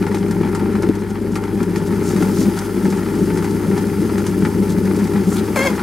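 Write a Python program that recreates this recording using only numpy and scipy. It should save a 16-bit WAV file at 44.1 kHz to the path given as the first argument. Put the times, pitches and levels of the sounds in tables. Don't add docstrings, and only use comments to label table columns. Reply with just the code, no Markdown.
import sys
import numpy as np
from scipy import signal
from scipy.fft import rfft, irfft, next_fast_len
from scipy.io import wavfile
from scipy.ndimage import uniform_filter1d, map_coordinates

SR = 44100
rng = np.random.default_rng(int(sys.argv[2]) if len(sys.argv) > 2 else 0)


def pcm_store(signal):
    levels = np.round(np.clip(np.atleast_2d(signal), -1, 1) * 32767)
    wavfile.write(sys.argv[1], SR, levels.astype(np.int16).T)


N = 256750
TIME = np.arange(N) / SR
SHAFT_HZ, TURN_HZ = 24.42, 2.478
TOP_HZ = 15800

# [t/s, crunch level before trim/dB, wet hiss level/dB]
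GRIND = [(0.0, -35.5, -45.5), (0.2, -35.5, -45.5), (0.67, -33.5, -46), (1.13, -38.5, -49),
         (2.07, -34, -42.5), (2.22, -33, -39), (2.9, -35.5, -41.5), (3.28, -33.5, -41.5), (4.78, -36, -41),
         (5.24, -32, -42), (5.5, -33, -40.5)]
# [f/Hz, relative level/dB]
DRUM = [(410, -27), (690, -12.5), (761, -3), (879, 2), (1070, -7.5), (1250, -3.5), (1360, -1.5), (1540, -7),
        (1790, -6.5), (2400, -11.5), (2730, -19.5), (3200, -20), (3450, -24), (4200, -22.5), (5460, -28),
        (9240, -120)]


def amp(db):
    return np.exp(np.asarray(db) * (np.log(10) / 20))


def unit(x):
    return x / np.sqrt(np.mean(x ** 2) + 1e-20)


def along(points, hz):
    f, v = np.transpose(points)
    return np.interp(np.log(hz + 1), np.log(f + 1), v)


def curves(rows):
    s, *cols = np.transpose(rows)
    return [np.interp(TIME, s, c) for c in cols]


def wobble(rate):
    knots = rng.standard_normal(int(N * rate / SR) + 4)
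    steps = np.linspace(0, len(knots) - 1, 10 * len(knots))
    return np.interp(TIME * rate, steps, map_coordinates(knots, [steps]))


def filtered(x, response):
    m = next_fast_len(N + SR // 4, True)
    return irfft(rfft(x, m) * response(np.fft.rfftfreq(m, 1 / SR)), m)[..., :N]


def ring(x, spectrum, size=4096):
    gain = amp(along(spectrum, np.fft.rfftfreq(size, 1 / SR)))
    cepstrum = irfft(np.log(np.maximum(gain, 1e-6)))
    fold = np.r_[1, np.full(size // 2 - 1, 2), 1, np.zeros(size // 2 - 1)]
    body = irfft(np.exp(rfft(cepstrum * fold)))
    return signal.oaconvolve(x, body)[:len(x)]


def modes(x, table):
    def response(f):
        total = 0
        for k, (centre, width, db) in enumerate(table):
            damping = 1j * f * width
            total = total + (-1) ** k * amp(db) * damping / (centre * centre - f * f + damping)
        return total
    return filtered(x, response)


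def later(x, s):
    return np.pad(x, (round(s * SR), 0))[:N]


def grains(rate, reach_db):
    chance, side, size = rng.random((int(rate * N / SR), 3)).T
    impact = np.sign(side - .5) * amp(reach_db * (2 * size - 1))
    return np.bincount((chance * N).astype(int), impact, N)


def even(x, span):
    width = int(span * SR)
    power = uniform_filter1d(uniform_filter1d(x ** 2, width), width)
    return x / np.sqrt(np.abs(power) + 1e-12)


def add(track, s, db, t60, spectrum, snap, snap_t60=0.013):
    t = np.arange(SR // 4) / SR
    decay = amp(-60 * t / t60) + snap * amp(-60 * t / snap_t60)
    hit = ring(decay * rng.choice([-1, 1], len(t)), spectrum)
    place = track[round(s * SR):][:len(t)]
    place += (amp(db) * hit / np.abs(hit).max())[:len(place)]


def motor(hum_trim_db=-1, belt_trim_db=-1, waver_rad=0.026, slip_rad=1.6, table_db=-42):
    mains_hz, belt_hz = 49.96, 70.2
    # [t/s, hum level before trim/dB, shaft level/dB, drive belt level before trim/dB]
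    motor_levels = [(0, -27.5, -41, -42), (.85, -27, -40, -40), (1.05, -30, -41, -43),
                    (2.3, -27.5, -40, -40), (2.7, -31, -41, -43), (3.4, -27.5, -40, -39),
                    (3.8, -27.5, -51, -38), (4.8, -27, -52, -34), (5.45, -27.5, -52, -38),
                    (5.82, -37, -56, -39)]
    # [multiple of twice the mains frequency, relative level/dB]
    hum_partials = [(1, 0), (2, -3.5), (3, -5.5), (4, -1)]
    # [f/Hz, relative level/dB]
    tabletop = [(15, -19), (30, -14), (55, 6.5), (90, 6.5), (130, 3.5), (200, -24), (600, -51)]
    hum_db, shaft_db, belt_db = curves(motor_levels)

    def tone(hz, drift_rad):
        cycles = hz * TIME + rng.random()
        return np.sqrt(2) * np.sin(2 * np.pi * cycles + drift_rad * wobble(11))

    hum = sum(amp(db) * tone(2 * mains_hz * round(k), waver_rad) for k, db in hum_partials)
    throb = amp(shaft_db) * tone(2 * SHAFT_HZ, waver_rad)
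    belt = amp(belt_db + belt_trim_db) * tone(belt_hz, slip_rad)
    shaking = amp(table_db) * unit(ring(rng.standard_normal(N), tabletop))
    return amp(hum_db + hum_trim_db) * hum + throb + belt + shaking


def rollers(rumble_trim_db=-1.42, lump_trim_db=-1, uneven_db=1.38, rumble_growth=0.84,
            thump_t60=0.027, boom_trim_db=-7.0, boom_growth=1.8):
    # [t/s, rumble level before trim and growth/dB]
    pressing = [(0.0, -20.5), (0.88, -18.7), (0.94, -24.5), (1.5, -22), (2.0, -19.5), (2.47, -19),
                (2.54, -22.5), (3.1, -19), (4.3, -19.5), (5.3, -18.5), (5.82, -22)]
    # [t of the drop/s, rumble level before trim and growth/dB, climb/s, thump peak level/dB]
    lumps = [(0.03, -16, 0.017, -16), (0.414, -15.5, .015, -18), (.834, -19, 0.0043, -9),
             (.892, -10, 0.0036, -3.5), (1.774, -15, 0.0044, -14), (1.924, -19, .005, -10),
             (2.236, -14.5, .06, -19), (2.483, -14, 0.08, -22), (2.773, -14, 0.0044, -12),
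             (2.883, -13, 0.022, -17), (3.225, -15, .007, -12), (4.044, -13.5, 0.028, -17),
             (4.464, -16.5, 0.032, -9), (4.783, -10.5, 0.0085, -19), (4.914, -15, 0.015, -21),
             (5.289, -18.5, .024, -24), (5.354, -27, .03, -11)]
    # [f/Hz, relative level/dB]
    housing = [(74, -53.5), (125, -8.5), (134, -28.5), (154, -7.5), (189, -0.5), (205, -0.5), (269, -9.5),
               (307, -6), (352, -4), (394, -8), (408, -7), (519, -24), (590, -22), (680, -41), (880, -80.5),
               (1500, -120)]
    thud = [(110, -39.5), (185, -4), (330, 6), (420, -13.5), (600, -46), (1200, -65)]
    swell_s, swell_db, swell_sharp = 0.049, 2, 0.53
    drop_s = 0.008

    load_db, = curves(pressing)
    turn = np.cos(2 * np.pi * TURN_HZ * (TIME - swell_s))
    swell = swell_db * np.exp(swell_sharp * (turn - 1))
    power = amp(load_db + swell + uneven_db * wobble(32)) ** 2
    for s, db, climb, _ in lumps:
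        ride = (TIME - s) / np.where(TIME < s, climb, drop_s)
        power += amp(db + lump_trim_db) ** 2 * np.exp(-np.minimum(ride ** 2, 100))
    level = 10 * np.log10(power)
    usual = level.mean()
    surge = level - usual

    rumble = even(ring(grains(rate=500, reach_db=8), housing), span=0.031)
    sound = amp(usual + rumble_trim_db + rumble_growth * surge) * rumble
    boom_modes = [(167.0, 8.0, -5.0), (196.8, 7.9, 1.5)]  # [f/Hz, width/Hz, relative level/dB]
    boom = even(modes(grains(rate=300, reach_db=7), boom_modes), span=0.04)
    sound += amp(usual + boom_trim_db + boom_growth * surge) * boom
    for s, _, _, db in lumps:
        add(sound, s, db, thump_t60, thud, snap=0.32)
    return sound


def bursts():
    # [t/s, crack peak level/dB, spit peak level before trim/dB, t60/s]
    loose = [(.026, -20.5, -33, 0.054), (.066, -17, -32, 0.098), (.31, -23, -25.5, .07),
             (.432, -19, -37, .09), (.596, -20.5, -36, .08), (.753, -18, -34, 0.041), (.823, -25, -26, .08),
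             (.832, -17.5, -36, 0.12), (1.155, -22, -42, 0.065), (1.438, -20, -30, 0.046),
             (1.604, -21, -44, .095), (1.629, -22, -27, .06), (2.225, -14.5, -29, .055),
             (2.589, -27, -18.5, .055), (2.854, -19.5, -39, 0.11), (2.925, -20.5, -30, .075),
             (3.424, -22.5, -34, .08), (3.444, -18, -31, 0.14), (4.265, -20, -20, 0.099),
             (4.45, -14, -27.5, 0.11), (5.072, -36, -28, .05), (5.778, -18, -40, 0.11),
             (5.793, -15.5, -36, 0.1)]
    clot_levels = [-18.5, -17, -24.5, -17, -18, -21, -26, -25, -19.5, -18, -21, -35, -24]
    clot_s, clot_t60, clot_spit_db = .145, 0.11, -6.5
    clot = [(clot_s + turn / TURN_HZ, db, db + clot_spit_db, clot_t60)
            for turn, db in enumerate(clot_levels)]
    return list(loose) + clot


def crunch(bed_trim_db=-1.66, clump_db=1.5, wall_db=1, knock_db=10, knock_t60=0.047):
    # [f/Hz, width/Hz, level before wall gain/dB]
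    wall_modes = [(784, 3.8, 5.5), (874.5, 6.3, 1.5), (887, 10, 5), (1017, 5.6, 3.5), (1360, 7, -24),
                  (1396, 16, 2), (1620, 26, -15), (1755, 26, -1.5), (2080, 14, 1), (3298, 36, 4.5)]
    level, _ = curves(GRIND)
    shake, snap = .16, .7
    shaft = 2 * np.pi * SHAFT_HZ * TIME
    pulse = 1 + shake * (np.cos(shaft) + np.cos(2 * shaft))
    pressure = amp(clump_db * wobble(45)) * pulse
    bed = unit(ring(pressure * grains(rate=2600, reach_db=8), DRUM))
    sound = amp(level + bed_trim_db) * bed
    for s, db, _, t60 in bursts():
        add(sound, s, db, t60, DRUM, snap)
    for i, size in zip(rng.integers(N, size=70), rng.standard_normal(size=70)):
        add(sound, i / SR, level[i] + knock_db + 2 * size, knock_t60, DRUM, snap)
    return sound + amp(wall_db) * modes(later(sound, .005), wall_modes)


def batter(spit_trim_db=-1, clump_db=1.07, tick_db=-7, tick_t60=0.1, fizz_db=-9):
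    # [f/Hz, relative level/dB]
    film_colour = [(1650, -11), (2800, 4.5), (3900, -1.5), (5010, 7), (5620, 1), (6400, 5), (6880, -0.5),
                   (7830, 3.5), (8530, 0.5), (9230, 5), (11000, 4), (14200, -2), (15600, -7.5)]
    splash = [(1500, -23), (3000, -2), (6000, 2), (9000, -1), (12000, -7), (16000, -22)]
    fizz_colour = [(4000, -25), (8000, -3), (11000, 0), (13500, -4), (16000, 14)]
    _, level = curves(GRIND)
    film = amp(clump_db * wobble(70)) * unit(ring(grains(rate=12000, reach_db=6), film_colour))
    tick_decay = amp(-60 * TIME[:SR // 8] / tick_t60)
    flecks = signal.oaconvolve(np.abs(grains(rate=25, reach_db=3)), tick_decay)[:N]
    ticks = unit(ring(flecks * rng.standard_normal(N), splash))
    sound = amp(level) * (film + amp(tick_db) * ticks)
    fizz = amp(clump_db * wobble(120)) * unit(ring(grains(rate=9000, reach_db=8), fizz_colour))
    usual = level.mean()
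    sound += amp(usual + fizz_db + 2 * (level - usual)) * fizz
    for s, _, db, t60 in bursts():
        add(sound, s, db + spit_trim_db, t60, splash, snap=0.11)
    return sound


def rice(clump_db=1.5):
    # [t/s, level/dB, half length/s, brightest f/Hz]
    handfuls = [(2.083, -35.5, 0.035, 6940), (2.25, -45, .08, 5850), (2.401, -34, 0.033, 5900),
                (5.337, -36, 0.04, 7700), (5.383, -33, 0.013, 3630)]
    sound = np.zeros(N)
    landings = grains(rate=2600, reach_db=10)
    for s, db, half, hz in handfuls:
        patter = unit(signal.lfilter(*signal.iirpeak(hz, 2, SR), landings))
        shower = np.exp(-.5 * np.minimum(((TIME - s) / half) ** 2, 100))
        sound += amp(db) * shower * patter
    return sound * amp(clump_db * wobble(120))


def cup(scrape_trim_db=-1, chatter_db=2, grit=0.47):
    # [t/s, slip rate f/Hz, squeal drive level/dB, scrape level before trim/dB]
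    rub = [(5.55, 597.6, -100, -100), (5.558, 591, -19, -22), (5.565, 581, -18.5, -22),
           (5.577, 525.3, -20.5, -28), (5.597, 524, -19, -28), (5.62, 540, -22, -32),
           (5.652, 564.6, -21.5, -27), (5.67, 532, -17.5, -37), (5.688, 498, -25, -32),
           (5.705, 505, -25, -37), (5.74, 497, -50, -29), (5.77, 503, -100, -100)]
    # [f/Hz, width/Hz, relative level/dB]
    cup_modes = [(580, 93, 7), (1030, 170, -2), (1630, 120, -2.5), (2112, 31, 6.5), (2220, 68, 2),
                 (2685, 86, -9), (3260, 99, -5), (3286, 13, 0), (4210, 73, -17), (4470, 100, -10),
                 (4830, 110, -15), (5270, 270, -15), (6260, 510, -14), (7600, 1700, -17),
                 (10600, 4000, -19.5)]
    hz, squeal_db, scrape_db = curves(rub)
    jitter, uneven_db = .01, 2.5
    phase = 2 * np.pi * np.cumsum(hz * (1 + jitter * wobble(700))) / SR
    touching = TIME > rub[0][0]
    slips = np.zeros(N)
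    for k in range(1, int(TOP_HZ / hz.max())):
        wander = uneven_db * np.tanh(k / 10) * wobble(28)[touching]
        slips[touching] += amp(wander) * np.cos(k * phase[touching])
    slips /= np.std(slips[touching])
    noise = grit * rng.standard_normal(N) * (1 + np.cos(phase))
    drive = amp(squeal_db + chatter_db * wobble(300)) * (slips + noise)
    squeal = np.std(drive) * unit(modes(drive, cup_modes))
    rasp = amp(scrape_db + scrape_trim_db) * unit(ring(grains(rate=3000, reach_db=8), DRUM))
    return squeal + rasp


def stereo(direct, scattered):
    # [f/Hz, level/dB]
    width = [(400, -37), (900, -12), (2200, -15), (5000, -11.5), (9000, -6), (14000, -4)]
    # [f/Hz, left minus right level/dB]
    tilt = [(60, 2.4), (110, 2.9), (200, 2.7), (380, 4.34), (700, 3.6), (1300, 2.7), (2300, 1.8),
            (4400, 0.45), (14000, 1.3)]
    # [f/Hz, lead/rad]
    lead = [(50, 0.32), (110, 0.57), (200, 0.26), (1100, -0.45), (2000, -0.29), (7000, 0.44), (14000, 0.9)]
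    side = filtered(scattered, lambda hz: amp(along(width, hz)))
    half = np.array([[.5], [-.5]])

    def ports(hz):
        return amp(half * along(tilt, hz)) * np.exp(1j * half * along(lead, hz))

    return filtered(np.array([direct + side, direct - side]), ports)


def scene():
    steel = crunch() + cup()
    direct = motor() + rollers() + steel + batter() + rice()
    scattered = later(steel, 0.014) + batter() + rice()
    return stereo(direct, scattered)


def record(dry):
    return filtered(dry, lambda hz: hz < TOP_HZ)


dry = scene()
out = record(dry)
pcm_store(out)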